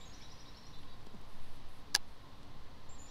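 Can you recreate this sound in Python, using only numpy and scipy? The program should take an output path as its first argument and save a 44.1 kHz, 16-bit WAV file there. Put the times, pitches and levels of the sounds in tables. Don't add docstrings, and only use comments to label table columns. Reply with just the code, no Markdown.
import sys
import numpy as np
from scipy import signal
from scipy.fft import rfft, irfft
from scipy.io import wavfile
from scipy.ndimage import uniform_filter1d, map_coordinates

SR = 44100
rng = np.random.default_rng(int(sys.argv[2]) if len(sys.argv) > 2 else 0)


def attenuation_scalar(level_db):
    decades = np.asarray(level_db, float) / 20
    return 10 ** decades


def materialize(psi):
    bounded = np.clip(np.atleast_2d(psi).T, -1, 1)
    quanta = np.round(bounded * 32767).astype(np.int16)
    wavfile.write(sys.argv[1], SR, quanta)


N = 136710

# f/Hz, level/dB
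RUMBLE_SPECTRUM = [(19, -32), (33, 1), (124, -5), (276, -14.5), (314, -17.5), (483, -15.5), (604, -17),
                   (1020, -16), (1500, -24), (1950, -58), (3300, -120)]
# f/Hz, level/dB
LEAF_SPECTRUM = [(880, -72), (1500, -8), (1780, -3.5), (2290, -8), (4080, -5), (6500, -18), (8450, -54),
                 (14300, -120)]
# t/s, level/dB
BREEZE = [(0, 3.5), (.5, 2), (1.1, 0.4), (1.5, 2), (1.8, 0.5), (2.4, 0.3), (3.1, 1.3)]
# f/Hz, level/dB
HISS_SPECTRUM = [(3820, -23), (6500, -3.5), (7150, 0.5), (9300, -1), (13400, -4), (15600, -4.5),
                 (15800, -60)]
RUMBLE_DB, LEAVES_DB, HISS_DB, HISS_FADE_DB = -56.5, -65, -80, 2.5
# f/Hz, width/Hz, level/dB
HUMS = [(132.5, 13, -71.5), (209, 8, -78.5), (227, 7.4, -74), (285.6, 4.4, -70.5), (360.6, 7.1, -79.5),
        (437.6, 8, -79.5), (494.3, 5, -81.5), (1049, 28, -70)]
# t/s, level/dB
SWAY = [(0.0, -43), (0.03, -47.5), (0.51, -46.5), (0.57, -58), (0.76, -38.5), (1.16, -43.5), (1.42, -33),
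        (1.91, -45), (1.99, -36.5), (2.25, -50), (2.66, -38.5), (2.74, -47.5), (2.9, -38.5), (3.1, -48)]
SWAY_HZ, SWAY_WANDER = 6.5, 0.1447

# t/s, length/s, top f/Hz, level/dB, share of the rise time
WHISTLES = [
    (-.035, 0.048, 7370, -65, 1.0),
    (0.049, 0.037, 6660, -63.5, 0.43),
    (2.888, 0.054, 7470, -64.5, 1),
    (2.981, 0.051, 7080, -62.5, 0.99),
]
WHISTLE_RISE_HZ, WHISTLE_RISE_S = 990, 0.0062
WHISTLE_DROP_HZ, WHISTLE_DROP_S, WHISTLE_FLUTTER_DB = 710, 0.003, 3.5
# t/s, level/dB
CHIPS = [
    (.008, -62.5),
    (.221, -61.5),
    (0.451, -65.5),
    (3.086, -68.5),
]
CHIP_S, CHIP_TOP_HZ, CHIP_RISE_HZ, CHIP_RISE_S = 0.05, 3880, 1000, 0.0045
CHIP_FLUTTER_DB = 4
LEAD_S, LEAD_HZ, LEAD_DB = 0.02, 2436, -8
# t/s, level/dB, share of the top pitch
TRILL = [
    (.113, -65, .99),
    (.197, -65, 0.99),
    (.285, -65, 0.97),
    (.37, -66.5, 0.97),
    (.455, -68, 0.96),
    (.541, -66, 0.95),
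    (.63, -66.5, 0.95),
    (3.057, -70.5, 0.99),
]
TRILL_S, TRILL_TOP_HZ, TRILL_RISE_HZ, TRILL_RISE_S = 0.046, 6250, 2500, 0.019
TRILL_FLUTTER_DB, TRILL_WOBBLE_HZ = 5, 120
FLIP_HZ, FLIP_DB = 7200, -14
UNDER_S, UNDER_HZ, UNDER_RISE_HZ, UNDER_DB = 0.024, 4150, 500, -7
SLAP_S, SLAP_DB = 0.016, -7
WOOD_T60_S, WOOD_DB, WOOD_GAP_S = 0.6, -1.5, 0.005
NEAR_T60_S, NEAR_DB = 0.1, -5

# t/s, length/s, start f/Hz, fall/Hz, level/dB
SQUEAKS = [
    (.188, .02, 10700, 50, -78),
    (.195, .11, 11500, 900, -87),
    (.735, .02, 11700, -400, -83),
    (.808, .022, 11600, 1000, -80),
]
# t/s, length/s, f/Hz, level/dB, top line level/dB
BURRS = [
    (0.724, 0.082, 4000, -65.5, -13),
    (0.866, 0.09, 3880, -71.5, -3),
]
# f ratio, level/dB
BURR_LINES = [(.9, -3), (1.0, 0), (1.09, -12)]
BURR_ARCH_HZ, BURR_TOP_RATIO, BURR_FLUTTER_DB, BURR_WET_DB = 243, 1.2, 2.5, -6

# t/s, length/s, level/dB
RUSTLES = [
    (.77, 0.12, -83),
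    (1.252, 0.16, -78),
    (1.376, 0.23, -76.5),
    (1.66, 0.18, -77),
    (2.04, 0.14, -79),
    (2.974, 0.12, -79.5),
]
RUSTLE_HZ, RUSTLE_WIDTH_HZ = 10100, 3700
# t/s, level/dB, length/s, centre f/Hz
TICKS = [(.787, -61, 0.0029, 7500), (0.829, -60, 0.008, 2600), (.866, -68, .005, 2300),
         (1.047, -74, 0.004, 9000), (1.062, -63, 0.011, 4450), (1.064, -75, .01, 9500),
         (1.147, -62, 0.0032, 8000), (1.212, -68.5, 0.0054, 9000), (1.556, -70, 0.0047, 9000),
         (2.429, -59, 0.006, 3400), (2.431, -70.5, .006, 7200)]
# t/s, level/dB, brightness/(dB per octave)
KNOCKS = [
    (1.068, -46, -1),
    (1.133, -45, 3.5),
    (1.138, -46, 2),
    (1.143, -48, 1),
    (1.152, -54, 0),
    (1.218, -54, 0),
]
# f/Hz, level/dB, decay T60/s
HULL_MODES = [(105, -6, .05), (230, -3, .04), (400, -2, .03), (620, -8, .02), (900, -5, .015)]
SLUMP_S, SLUMP_LENGTH_S, SLUMP_HZ, SLUMP_FALL_HZ, SLUMP_DB = 1.136, 0.044, 265, 114, -58

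# t/s, peak level/dB, brightness/(dB per octave)
CLUTCH = [(1.9438, -33, 0), (1.9457, -19, 3), (1.9464, -35, 13), (1.9482, -18.5, -6), (1.9495, -21, 3),
          (1.9502, -6.5, 1), (1.9510, -9.5, -0.5), (1.9517, -25, -2.5), (1.9532, -29, -1),
          (1.9546, -29, -7), (1.9572, -39, -3), (1.9596, -22, -4), (1.9603, -15.5, 2), (1.9610, -27, -2),
          (1.9618, -34.5, -13.5), (1.9655, -38, -4), (1.9672, -34, -8), (1.9692, -40, -13),
          (1.9716, -48, -8), (1.9730, -47, -12)]
# f/Hz, level/dB, decay T60/s
REEL_MODES = [(835, -19, 0.017), (1770, -22.5, 0.0043), (2320, -14.5, 0.0084), (3460, -9, 0.0096),
              (3980, -4.5, 0.0077), (4900, 2.5, 0.0063), (6300, -1, 0.0044), (7700, -9, 0.006),
              (8700, -11.5, 0.0054), (10130, -9.5, 0.0049), (11270, -17, 0.0037), (12100, -16, 0.005),
              (13700, -20, 0.005), (15600, -21, 0.0055)]
# f/Hz, level/dB
RATTLE_SPECTRUM = [(400, -11), (900, 2), (4000, 12), (6000, -15), (9000, -12), (15000, -18), (16000, -40)]
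RATTLE_DB, RATTLE_T60_S = -35.5, 0.065
GRIP_HZ, GRIP_DB, GRIP_T60_S = 374, -46.5, 0.1
PLATE_S, PLATE_HZ, PLATE_DB, PLATE_T60_S, PLATE_STOP_S = 1.9496, 1670, -23, 0.04, 1.9572
SCATTER_S, SCATTER_LENGTH_S, SCATTER_DB, SCATTER_FADE_DB = 1.942, 0.038, -54, 6
# f/Hz, level/dB
SIDE_SPECTRUM = [(100, -62), (380, -36), (1300, -31.5), (3000, -29), (6000, -22), (9000, -9.5),
                 (13000, -18.5)]


def rms_one(x):
    return x / np.sqrt(np.mean(x ** 2) + 1e-20)


def in_time(rows):
    return np.interp(np.arange(N) / SR, *np.transpose(rows))


def colour(x, points):
    hz, db = np.transpose(points)
    bins_hz = np.fft.rfftfreq(len(x), 1 / SR)
    gain_db = np.interp(np.log(bins_hz + 1), np.log(hz), db)
    return irfft(rfft(x) * attenuation_scalar(gain_db), len(x))


def coloured_noise(points):
    return rms_one(colour(rng.standard_normal(N), points))


def band_noise(low_hz, high_hz):
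    band = signal.butter(2, [low_hz, high_hz], "band", fs=SR, output="sos")
    return rms_one(signal.sosfilt(band, rng.standard_normal(N)))


def drift(rate, size=N):
    return map_coordinates(rng.standard_normal(4000), [np.arange(size) / SR * rate + 2], order=3)


def ring(x, hz, t60):
    r, w = attenuation_scalar(-60 / (t60 * SR)), 2 * np.pi * hz / SR
    return signal.lfilter([0, np.sin(w)], [1, -2 * r * np.cos(w), r * r], x + 1e-18)


def swell(start, length, edge):
    t = np.arange(-SR, N) / SR - start
    envelope = np.clip(np.minimum(t, length - t) / edge, 0, 1) ** 2
    return np.clip(t, 0, length), envelope


def sing(hz, envelope, db):
    return attenuation_scalar(db + 5.5) * envelope * np.sin(2 * np.pi * np.cumsum(hz) / SR)


def click(start, db):
    return (np.arange(N) == int(start * SR)) * attenuation_scalar(db)


def strike(events, modes, spread_db):
    start, db, tilt = np.transpose(events)
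    luck = rng.standard_normal((len(start), len(modes)))
    out = 0
    for k, (hz, level_db, t60) in enumerate(modes):
        clicks = np.zeros(N)
        strength_db = db + level_db + tilt * np.log2(hz / 4000) + spread_db * luck[:, k]
        clicks[(start * SR).astype(int)] = attenuation_scalar(strength_db) * (-1) ** k
        out = out + ring(clicks, hz, t60)
    return out


def air_sway():
    lumps = coloured_noise([(4, -10), (9, 13.5), (16, 14.5), (25, -17.5), (40, -59)])
    rate_hz = SWAY_HZ * (1 + SWAY_WANDER * drift(5.1))
    sway = np.sqrt(2) * np.sin(2 * np.pi * np.cumsum(rate_hz) / SR)
    return attenuation_scalar(uniform_filter1d(in_time(SWAY), size=3000)) * (0.95 * sway + 0.23 * lumps)


def creek():
    breeze_db = in_time(BREEZE) - np.mean(in_time(BREEZE))
    out = attenuation_scalar(RUMBLE_DB + 0.6 * drift(8)) * coloured_noise(RUMBLE_SPECTRUM)
    out += attenuation_scalar(LEAVES_DB + breeze_db) * coloured_noise(LEAF_SPECTRUM)
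    out += attenuation_scalar(HISS_DB + HISS_FADE_DB * np.linspace(1, 0, N)) * coloured_noise(HISS_SPECTRUM)
    for hz, width_hz, db in HUMS:
        out += attenuation_scalar(db) * rms_one(ring(rng.standard_normal(N), hz, 1.86 / width_hz))
    return out + air_sway()


def whistles(flutter):
    out = 0
    for start, length, hz, db, slow in WHISTLES:
        t, env = swell(start, length, 0.0068)
        rise = WHISTLE_RISE_HZ * np.exp(-t / WHISTLE_RISE_S / slow)
        drop = WHISTLE_DROP_HZ * np.exp((t - length) / WHISTLE_DROP_S)
        out = out + sing(hz - rise - drop, env, db + WHISTLE_FLUTTER_DB * flutter)
    return out


def chips(flutter):
    out = 0
    for start, db in CHIPS:
        t, env = swell(start, CHIP_S, 0.0021)
        glide = CHIP_TOP_HZ - CHIP_RISE_HZ * np.exp(-t / CHIP_RISE_S)
        out = out + sing(glide, env * attenuation_scalar(-150 * t), db + CHIP_FLUTTER_DB * flutter)
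        t, env = swell(start - LEAD_S, LEAD_S, 0.004)
        out = out + sing(LEAD_HZ - 300 * (1 - t / LEAD_S), env, db + LEAD_DB)
    return out


def trill(flutter):
    out, wobble_hz = 0, TRILL_WOBBLE_HZ * drift(350, size=N + SR)
    for start, db, share in TRILL:
        t, env = swell(start, TRILL_S, 0.0034)
        glide = share * TRILL_TOP_HZ - TRILL_RISE_HZ * np.exp(-t / TRILL_RISE_S) + wobble_hz
        growing = env * (0.6 + 0.6 * t / TRILL_S)
        out = out + sing(glide, growing, db + TRILL_FLUTTER_DB * flutter)
        t, env = swell(start + 0.032, 0.0083, 0.0036)
        out = out + sing(FLIP_HZ + wobble_hz, env, db + FLIP_DB)
        t, env = swell(start + UNDER_S, UNDER_S, 0.005)
        under_hz = UNDER_HZ - UNDER_RISE_HZ * (1 - t / UNDER_S) ** 2 + wobble_hz
        out = out + sing(under_hz, env, db + UNDER_DB)
    return out + attenuation_scalar(SLAP_DB) * np.roll(out, int(SLAP_S * SR))


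def birds():
    flutter = np.tanh(drift(220, size=N + SR))
    return whistles(flutter) + chips(flutter) + trill(flutter)


def wood(x):
    t = np.arange(SR) / SR
    far, near = (rng.standard_normal(SR) * attenuation_scalar(-60 * t / t60) * (t > WOOD_GAP_S)
                 for t60 in (WOOD_T60_S, NEAR_T60_S))
    tail = (attenuation_scalar(WOOD_DB) * rms_one(far) + attenuation_scalar(NEAR_DB) * rms_one(near)) / np.sqrt(SR)
    return signal.fftconvolve(x, tail)[SR:SR + N]


def squeaks():
    out = 0
    for start, length, hz, fall_hz, db in SQUEAKS:
        t, env = swell(start, length, 0.0067)
        out = out + sing(hz - fall_hz * t / length, env, db)
    return out[SR:]


def burrs():
    out, flutter = 0, drift(60.0, size=N + SR)
    for start, length, hz, db, top_db in BURRS:
        t, env = swell(start, length, 0.011)
        arch_hz = hz - BURR_ARCH_HZ * (t / length / 0.578 - 1) ** 2
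        for ratio, line_db in BURR_LINES + [(BURR_TOP_RATIO, top_db)]:
            own_flutter = np.roll(flutter, int(ratio * SR))
            out = out + sing(ratio * arch_hz, env, db + line_db + BURR_FLUTTER_DB * own_flutter)
    return out


def sleeve():
    cloth = band_noise(RUSTLE_HZ - RUSTLE_WIDTH_HZ / 2, RUSTLE_HZ + RUSTLE_WIDTH_HZ / 2)
    rubs = sum(attenuation_scalar(db) * swell(start, length, 0.035)[1][SR:] for start, length, db in RUSTLES)
    return cloth * attenuation_scalar(1.2 * drift(90)) * rubs


def reel_ticks():
    out = 0
    for start, db, length, hz in TICKS:
        envelope = swell(start, length, 0.0015)[1][SR:]
        out = out + attenuation_scalar(db) * envelope * band_noise(hz * 0.65, hz * 1.4)
    return out


def hull():
    t, env = swell(SLUMP_S, SLUMP_LENGTH_S, 0.011)
    sag_hz = SLUMP_HZ - SLUMP_FALL_HZ * np.sqrt(t / SLUMP_LENGTH_S)
    return strike(KNOCKS, HULL_MODES, spread_db=3.0) + sing(sag_hz, env, SLUMP_DB)[SR:]


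def clutch():
    time, snap_s = np.arange(N) / SR, CLUTCH[4][0]
    hits = attenuation_scalar(-10) * strike(CLUTCH, REEL_MODES, spread_db=1.5)
    damping = np.clip((PLATE_STOP_S - time) / 0.0016, 0.08, 1)
    plate = damping * ring(click(PLATE_S, PLATE_DB), PLATE_HZ, PLATE_T60_S)
    thud = ring(click(snap_s, GRIP_DB), GRIP_HZ, GRIP_T60_S)
    t = time - snap_s
    rattle = attenuation_scalar(RATTLE_DB - 60 * np.abs(t) / RATTLE_T60_S) * (t > 0) * coloured_noise(RATTLE_SPECTRUM)
    return hits + plate + thud + rattle


def snap_scatter():
    t, env = swell(SCATTER_S, SCATTER_LENGTH_S, 0.0049)
    hiss = coloured_noise([(150, -30), (700, 1), (2500, -5), (4500, 0), (11000, -2), (15500, -12)])
    return hiss * (env * attenuation_scalar(SCATTER_DB - SCATTER_FADE_DB * t / SCATTER_LENGTH_S))[SR:]


def scene():
    song, burr, snap = birds(), burrs(), clutch()
    echoes = wood(song + attenuation_scalar(BURR_WET_DB) * burr)
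    boat = sleeve() + reel_ticks() + hull()
    rest = creek() + song[SR:] + burr[SR:] + echoes + squeaks() + boat
    scatter = rng.standard_normal(400) * np.exp(-np.arange(400) / 60)
    scatter = scatter / np.sqrt(np.sum(scatter ** 2))
    side = colour(np.convolve(rest, scatter)[:N], SIDE_SPECTRUM) + snap_scatter()
    return np.array([rest + snap + side, rest + snap - side])


def low_pass(x):
    return signal.sosfilt(signal.butter(12, 16660, fs=SR, output="sos"), x)


def record(dry):
    top_cut = signal.cheby2(10, 50, 16600, fs=SR, output="sos")
    mix = signal.sosfilt(top_cut, dry)
    return low_pass(mix)


dry = scene()
out = record(dry)
materialize(out)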